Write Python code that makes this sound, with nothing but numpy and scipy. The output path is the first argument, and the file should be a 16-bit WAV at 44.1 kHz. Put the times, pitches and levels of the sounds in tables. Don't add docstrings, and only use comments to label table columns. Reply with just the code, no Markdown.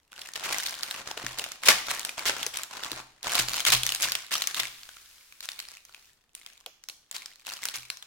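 import sys
import numpy as np
from scipy import signal
from scipy.fft import rfft, irfft, next_fast_len
from scipy.io import wavfile
from scipy.ndimage import uniform_filter1d

SR = 44100
rng = np.random.default_rng(int(sys.argv[2]) if len(sys.argv) > 2 else 0)


def output_pcm(signal):
    pcm = np.clip(np.atleast_2d(signal).T, -1, 1) * 32767
    wavfile.write(sys.argv[1], SR, np.round(pcm).astype(np.int16))


N = 355446
TIME = np.arange(N) / SR
COARSE_TIME = TIME[::SR // 1000]


def from_db(db):
    return 10 ** (np.asarray(db) / 20)


def at_hz(points, hz):
    freqs, values = np.transpose(points)
    return np.interp(np.log(np.maximum(hz, 1)), np.log(freqs), values)


def in_time(rows, when):
    return np.interp(when, *np.transpose(rows))


def add(track, sound, time_s):
    start = int(np.clip(time_s * SR, 0, N - 1))
    track[:, start:start + sound.shape[1]] += sound[:, :N - start]


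def level_curve(spells, rise_db_per_s, fall_db_per_s, rest_power=0):
    t, power = COARSE_TIME, 1e-14 + rest_power
    for start, length, first_db, last_db in spells:
        end = start + length
        db = np.interp(t, [start, end], [first_db, last_db])
        db = db - rise_db_per_s * np.maximum(start - t, 0) - fall_db_per_s * np.maximum(t - end, 0)
        power = power + from_db(db) ** 2
    return np.c_[t, 10 * np.log10(power)]


def stereo_spectrum(size, alike_hz=1500):
    hz = np.arange(size // 2 + 1) * SR / size
    mid, side = rfft(rng.standard_normal((2, size)))
    alike = 0.86 / (1 + (hz / alike_hz) ** 2)
    return hz, np.sqrt(1 + alike) * mid + np.sqrt(1 - alike) * side * [[1], [-1]]


def noise(colour):
    hz, white = stereo_spectrum(next_fast_len(N, True))
    shaped = irfft(white * from_db(at_hz(colour, hz)))[:, :N]
    return shaped / shaped.std()


# (frequency [Hz], relative level [dB])
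BACKGROUND_COLOUR = [(25, -3.5), (200, -14.5), (1000, -18), (4000, -24.5), (16000, -32.5)]

def room_tone(level_db=-73):
    return from_db(level_db) * noise(BACKGROUND_COLOUR)


# (frequency [Hz], relative level [dB])
ECHO_COLOUR = [(500, -1.5), (2600, -3.5), (6000, -3.5), (15000, -4.5)]
# (frequency [Hz], time to fade by 60 dB [s])
ECHO_FADE = [(200, 0.65), (1500, 0.45), (4000, 0.52), (14000, .38)]

def room_echo(sound, walls_db=-10.0, first_wall_s=0.0067, near_db=-14, near_fade_s=0.11):
    t = TIME[:SR]
    hz, white = stereo_spectrum(SR, alike_hz=1200)
    octaves_hz = 125 * 2. ** np.arange(8)
    walls = 0
    for centre, weights in zip(octaves_hz, np.eye(len(octaves_hz))):
        band = irfft(white * at_hz(np.c_[octaves_hz, weights], hz) * from_db(at_hz(ECHO_COLOUR, hz)))
        walls = walls + band * from_db(-60 * t / at_hz(ECHO_FADE, centre))
    walls = walls * np.clip((t - first_wall_s) / 0.0034, 0, 1)
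    _, scatter = stereo_spectrum(SR, alike_hz=2500)
    near = irfft(scatter) * from_db(-60 * t / near_fade_s) * (t > .001)
    echo = from_db(walls_db) * walls / np.linalg.norm(walls[0])
    echo += from_db(near_db) * near / np.linalg.norm(near[0])
    return signal.fftconvolve(sound, echo, axes=1)[:, :N]


# (frequency [Hz], relative level [dB])
HISS_COLOUR = [(65, 0), (200, -34), (700, -17), (1500, -3.5), (5000, -1.5), (16000, -8.5)]
# (time [s], length [s], first level [dB], last level [dB])
PALM_SQUEEZES = [(4.7, 0.91, -51.5, -61), (5.65, 0.43, -68, -61)]

def air_leak():
    flow = level_curve(PALM_SQUEEZES, rise_db_per_s=74, fall_db_per_s=149)
    return noise(HISS_COLOUR) * from_db(in_time(flow, TIME))


# (frequency [Hz], relative level [dB], time to fade by 60 dB [s])
TABLE_NOTES = [(28.6, -11, 0.74), (70, -12, .5), (124.1, -2, 0.49), (280, -17, .16)]
# (time [s], boom level [dB], slap level [dB], slap pitch [Hz])
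TABLE_BUMPS = [(1.17, -62, -40, 600), (1.236, -43, -37.5, 264), (1.392, -65.5, -40, 450),
               (1.686, -65, -27.5, 498), (2.254, -51, -41, 497), (2.464, -62, -40, 537),
               (2.917, -46.5, -37.5, 287), (3.396, -37.5, -68, 400), (3.682, -39, -43, 400),
               (3.736, -32, -44, 397), (4.034, -50, -54, 350), (4.595, -51.5, -62, 480),
               (6.663, -82, -46, 570), (7.772, -53.5, -59, 600)]

def table_bumps(slap_octaves=0.36, slap_fade_s=0.09, press_s=0.003):
    out, t = np.zeros((2, N)), TIME[:SR]
    for start, boom_db, slap_db, slap_hz in TABLE_BUMPS:
        boom = sum(from_db(db - 60 * t / fade) * np.sin(2 * np.pi * hz * t) for hz, db, fade in TABLE_NOTES)
        boom = from_db(boom_db) * boom * (1 - np.exp(-t / press_s))
        band_hz = [slap_hz / 2 ** slap_octaves, slap_hz * 2 ** slap_octaves]
        cushion = signal.butter(2, band_hz, "band", fs=SR, output="sos")
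        slap = signal.sosfilt(cushion, rng.standard_normal(SR))
        slap = slap / slap.std() * from_db(slap_db - 60 * t / slap_fade_s)
        add(out, (boom + slap)[None], start)
    return out


# (time [s], length [s], first level [dB], last level [dB])
HAND_MOVES = [(.12, .17, -50, -44), (.375, 0.038, -47, -36), (.47, 0.26, -33, -37),
              (.73, .27, -43.5, -39.5), (1.07, 0.031, -38.5, -36), (1.17, .17, -40.5, -44),
              (1.38, 0.19, -34, -54), (1.635, 0.16, -32.5, -38.5), (1.87, 0.26, -32, -47.5),
              (2.18, .12, -34.5, -50), (2.31, 0.13, -42.5, -36), (2.545, 0.089, -33, -42.5),
              (2.71, 0.15, -42.5, -37.5), (2.85, .15, -43.5, -40.5), (3.03, 0.23, -62, -65),
              (3.245, 0.13, -35.5, -25.5), (3.49, 0.1, -33, -28.5), (3.66, 0.061, -33, -32),
              (3.85, 0.42, -35, -50), (4.015, 0.18, -25.5, -50), (4.315, 0.21, -29, -43.5),
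              (4.57, .11, -25.5, -42.5), (4.72, 0.5, -55, -62.5), (5.5, .27, -53, -50),
              (5.88, 0.24, -58, -66), (6.36, 0.25, -55.5, -59), (7.12, 0.51, -51.5, -64.5),
              (7.475, .1, -31.5, -45.5), (7.62, .12, -35.5, -51), (7.8, 0.063, -50, -52)]

def handling_db(when, rest_db=-73, after_fold_db=-31):
    after_folds = [(start + length, 0, db + after_fold_db, db + after_fold_db)
                   for start, length, db, _ in FOLD_COLLAPSES]
    work = level_curve(HAND_MOVES + after_folds, rise_db_per_s=1001.5, fall_db_per_s=481,
                       rest_power=from_db(rest_db) ** 2)
    return in_time(work, when)


# (time [s], share [0 to 1])
SLIDING_SHARE = [(.3, 0.14), (.44, 0.94), (.6, 0), (.9, 0.3), (1.13, 0.97), (1.3, 0.34), (2.03, 0.23),
                 (2.2, 0.87), (2.5, 0.11), (2.78, 0.92), (3.28, 0.47), (3.45, 0.07), (4.6, 0.02)]
# (frequency [Hz], relative level [dB])
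RASP_COLOUR = [(40, -13.5), (130, -12.5), (400, -10), (900, 0.5), (1450, -2), (2600, -6.5), (7000, -9.5),
               (16000, -34)]

def rubbing(rough_db=6.5, slip_s=.003):
    jitter = uniform_filter1d(rng.standard_normal(N), int(slip_s * SR))
    slips = from_db(rough_db * jitter / jitter.std())
    sliding = in_time(SLIDING_SHARE, TIME)
    return noise(RASP_COLOUR) * slips * np.sqrt(sliding / np.mean(slips ** 2)) * from_db(handling_db(TIME))


# (frequency [Hz], relative level [dB])
FOIL_COLOUR = [(150, -18), (400, -13.5), (800, -7), (1400, -1.5), (2800, 0.5), (5000, -1.5), (9000, -6.5),
               (15500, -14.5)]

def foil_clicks(pitch_hz, ring_db, sharpness, flutter_s, samples=256, lag_s=.00004, stereo_width=0.87):
    hz, t = np.arange(samples // 2 + 1) * SR / samples, TIME[:samples]
    draws = rng.standard_normal((len(pitch_hz), 2, samples + 1))
    pitch = pitch_hz[:, None, None]
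    age = t / (flutter_s * (4000 / pitch) ** 0.35)
    tilt = from_db(-1.28 * np.log2(4000 / pitch) * np.log2((hz + 600) / 4000))
    flutter = draws[..., 1:] * age * np.exp(-age)
    flutter = rfft(flutter / np.linalg.norm(flutter, axis=2, keepdims=True))
    ears = flutter[:, :1] + flutter[:, 1:] * [[1], [-1]] * stereo_width * np.sqrt(hz / 4000)
    delay = 8 / SR + lag_s * draws[:, :1, :1] * [[1], [-1]]
    damping = 1j * hz * pitch / sharpness
    ring = damping / (pitch ** 2 - hz ** 2 + damping)
    in_or_out = np.sign(draws[:, 1:, :1])
    flip = in_or_out * from_db(ring_db) * ring * np.exp(-2j * np.pi * hz * flutter_s)
    spectrum = (ears + flip) * tilt * from_db(at_hz(FOIL_COLOUR, hz))
    clicks = irfft(spectrum * np.exp(-2j * np.pi * hz * delay))
    energy = (clicks ** 2).sum(axis=2).mean(axis=1)
    return clicks / np.sqrt(energy)[:, None, None]


def crackle(count=4200, uneven_db=5.0, spread_octaves=0.72, wrinkle_hz=3500, smooth_s=0.028, gain_db=0.6):
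    times = np.sort(rng.uniform(0, N / SR, count))
    sliding = in_time(SLIDING_SHARE, times)
    level_db = handling_db(times)
    spread_db = uneven_db * (1 + .016 * (level_db.max() - level_db))
    sizes = from_db(spread_db * np.minimum(rng.exponential(1, count), 3.5))
    power = np.bincount((times * SR).astype(int), sizes ** 2, N)
    for _ in range(2):
        power = uniform_filter1d(power, int(smooth_s * SR))
    sizes *= from_db(level_db + gain_db) * np.sqrt((1 - sliding) / (np.interp(times, TIME, power) + 1e-9))
    pitches = wrinkle_hz * 2 ** (spread_octaves * rng.standard_normal(count) - sliding)
    clicks = foil_clicks(pitches, ring_db=14.0, sharpness=14.0, flutter_s=.00033)
    out = np.zeros((2, N))
    for when, size, click in zip(times, sizes, clicks):
        add(out, click * size, when)
    return out


# (time [s], length [s], total energy [dB], middle pitch [Hz])
FOLD_COLLAPSES = [(0.356, 0.008, -4.5, 2950), (.436, 0.027, -1, 2090), (.524, 0.008, 1, 3720),
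                  (1.657, 0.021, 6.5, 3600), (1.684, 0.0064, 16.5, 2340), (1.692, .018, 11, 2450),
                  (1.904, 0.011, 0.5, 2900), (2.255, 0.036, 7.5, 2680), (3.389, 0.011, 7.5, 3340),
                  (3.664, .023, 11, 2980), (3.72, .018, 13, 3270), (4.03, .017, 5, 3680),
                  (4.322, .018, 1.5, 3920), (4.594, 0.008, -0.5, 3620), (5.427, 0.027, -10.5, 4500),
                  (7.144, .018, -8.5, 3750), (7.74, .022, -4, 3100)]

def folds(count=18, uneven_db=0.5, spread_octaves=0.46):
    out = np.zeros((2, N))
    for start, length, db, hz in FOLD_COLLAPSES:
        times = start + length * (np.arange(count) + rng.random(count) - .5) / count
        sizes = from_db(-uneven_db * rng.standard_normal(count))
        sizes *= from_db(db) / np.linalg.norm(sizes)
        pitches = hz * 2 ** (spread_octaves * rng.standard_normal(count))
        clicks = foil_clicks(pitches, ring_db=4, sharpness=1.6, flutter_s=.00035)
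        for when, size, click in zip(times, sizes, clicks):
            add(out, click * size, when)
    return out


# (time [s], relative energy [dB], pitch [Hz])
CREASE_SNAPS = [(0.1918, -18, 4350), (0.217, -14.5, 3330), (0.3361, -15, 6460), (.5838, -4, 6000),
                (0.6628, -4, 4330), (0.6935, -13, 5640), (0.832, -3, 4200), (0.9104, -5.5, 4000),
                (1.0746, -14, 4860), (1.112, -9.5, 830), (1.174, -12.5, 2870), (1.2648, -4.5, 1820),
                (1.386, -7, 4560), (1.3953, -6, 2800), (1.4404, -7, 2980), (1.5187, -11, 6350),
                (1.948, -13, 7000), (1.9946, -7.5, 6640), (2.0499, -4, 8900), (2.0921, -7.5, 2500),
                (2.193, -8, 2250), (2.4299, -5, 3300), (2.4649, -2, 6100), (2.5718, -5.5, 8900),
                (2.6338, -8, 7300), (2.769, -17, 4100), (2.8353, -8, 3660), (2.8463, -10.5, 4050),
                (2.9164, -6.5, 4070), (3.2296, -12.5, 4050), (3.32, -6, 7940), (3.3531, 2, 4100),
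                (3.4848, -3.5, 4500), (3.6036, -2, 3140), (3.651, 2, 3260), (3.8333, 0, 3240),
                (3.8653, 1, 6260), (3.8912, -1, 2900), (3.9211, -1.5, 2870), (3.9482, -2, 8500),
                (4.1199, -0.5, 4660), (4.1522, -0.5, 3190), (4.3534, -4, 1220), (4.4201, -0.5, 4300),
                (4.4723, 1, 6300), (4.5451, -5, 3800), (4.8324, -20, 4520), (4.89, -19, 1490),
                (4.9676, -23, 1370), (5.3237, -24, 2440), (5.4058, -15, 4130), (5.4885, -6.5, 3650),
                (5.5177, -14.5, 4390), (5.591, -11.5, 4100), (5.6007, -11, 4370), (5.6857, -19, 4950),
                (5.8511, -24.5, 6300), (5.9459, -19.5, 2510), (6.3504, -14.5, 8900), (6.4627, -16.5, 3330),
                (6.6614, -13, 3340), (6.838, -23, 6010), (6.8865, -12, 5650), (6.8978, -14, 4330),
                (7.1124, -11.5, 7500), (7.1646, -10, 4330), (7.2202, -19.5, 2250), (7.259, -13.5, 5000),
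                (7.4673, -17, 7900), (7.654, -3, 9350), (7.6861, -7, 4130), (7.9012, -5, 4120),
                (7.9711, -20, 5460), (8.0251, -17, 3480)]

def snaps(loud_ring_db, gain_db=1.5, rebound_db=-9, rebound_s=.0017, spread_octaves=0.27):
    out = np.zeros((2, N))
    _, energy_db, pitch_hz = np.transpose(CREASE_SNAPS)
    pitch_luck, wait_luck = rng.random((len(CREASE_SNAPS), 2)).T
    ring_db = loud_ring_db - 0.13 * energy_db[:, None, None]
    flips = foil_clicks(pitch_hz, ring_db, sharpness=11.0, flutter_s=0.000372)
    rebound_hz = np.sqrt(pitch_hz * 2800) * 2 ** (spread_octaves * (2 * pitch_luck - 1))
    rebounds = foil_clicks(rebound_hz, ring_db=6.5, sharpness=12.0, flutter_s=0.00073)
    waits = rebound_s * (.5 + wait_luck)
    for (start, db, _), flip, rebound, wait in zip(CREASE_SNAPS, flips, rebounds, waits):
        add(out, flip * from_db(db + gain_db), start)
        add(out, rebound * from_db(db + gain_db + rebound_db), start + wait)
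    return out


def scene(left_db=0.2):
    rustle = folds() + crackle() + rubbing() + air_leak()
    direct = snaps(loud_ring_db=13.0) + rustle
    echo = room_echo(snaps(loud_ring_db=7.5) + rustle)
    bag = (direct + echo) * from_db([[left_db], [-left_db]])
    return bag + table_bumps() + room_tone()


def record(dry, cutoff_hz=16100):
    treble_cut = signal.ellip(10, .1, 80, cutoff_hz, fs=SR, output="sos")
    return signal.sosfilt(treble_cut, np.clip(dry, -1, 1))


dry = scene()
out = record(dry)
output_pcm(out)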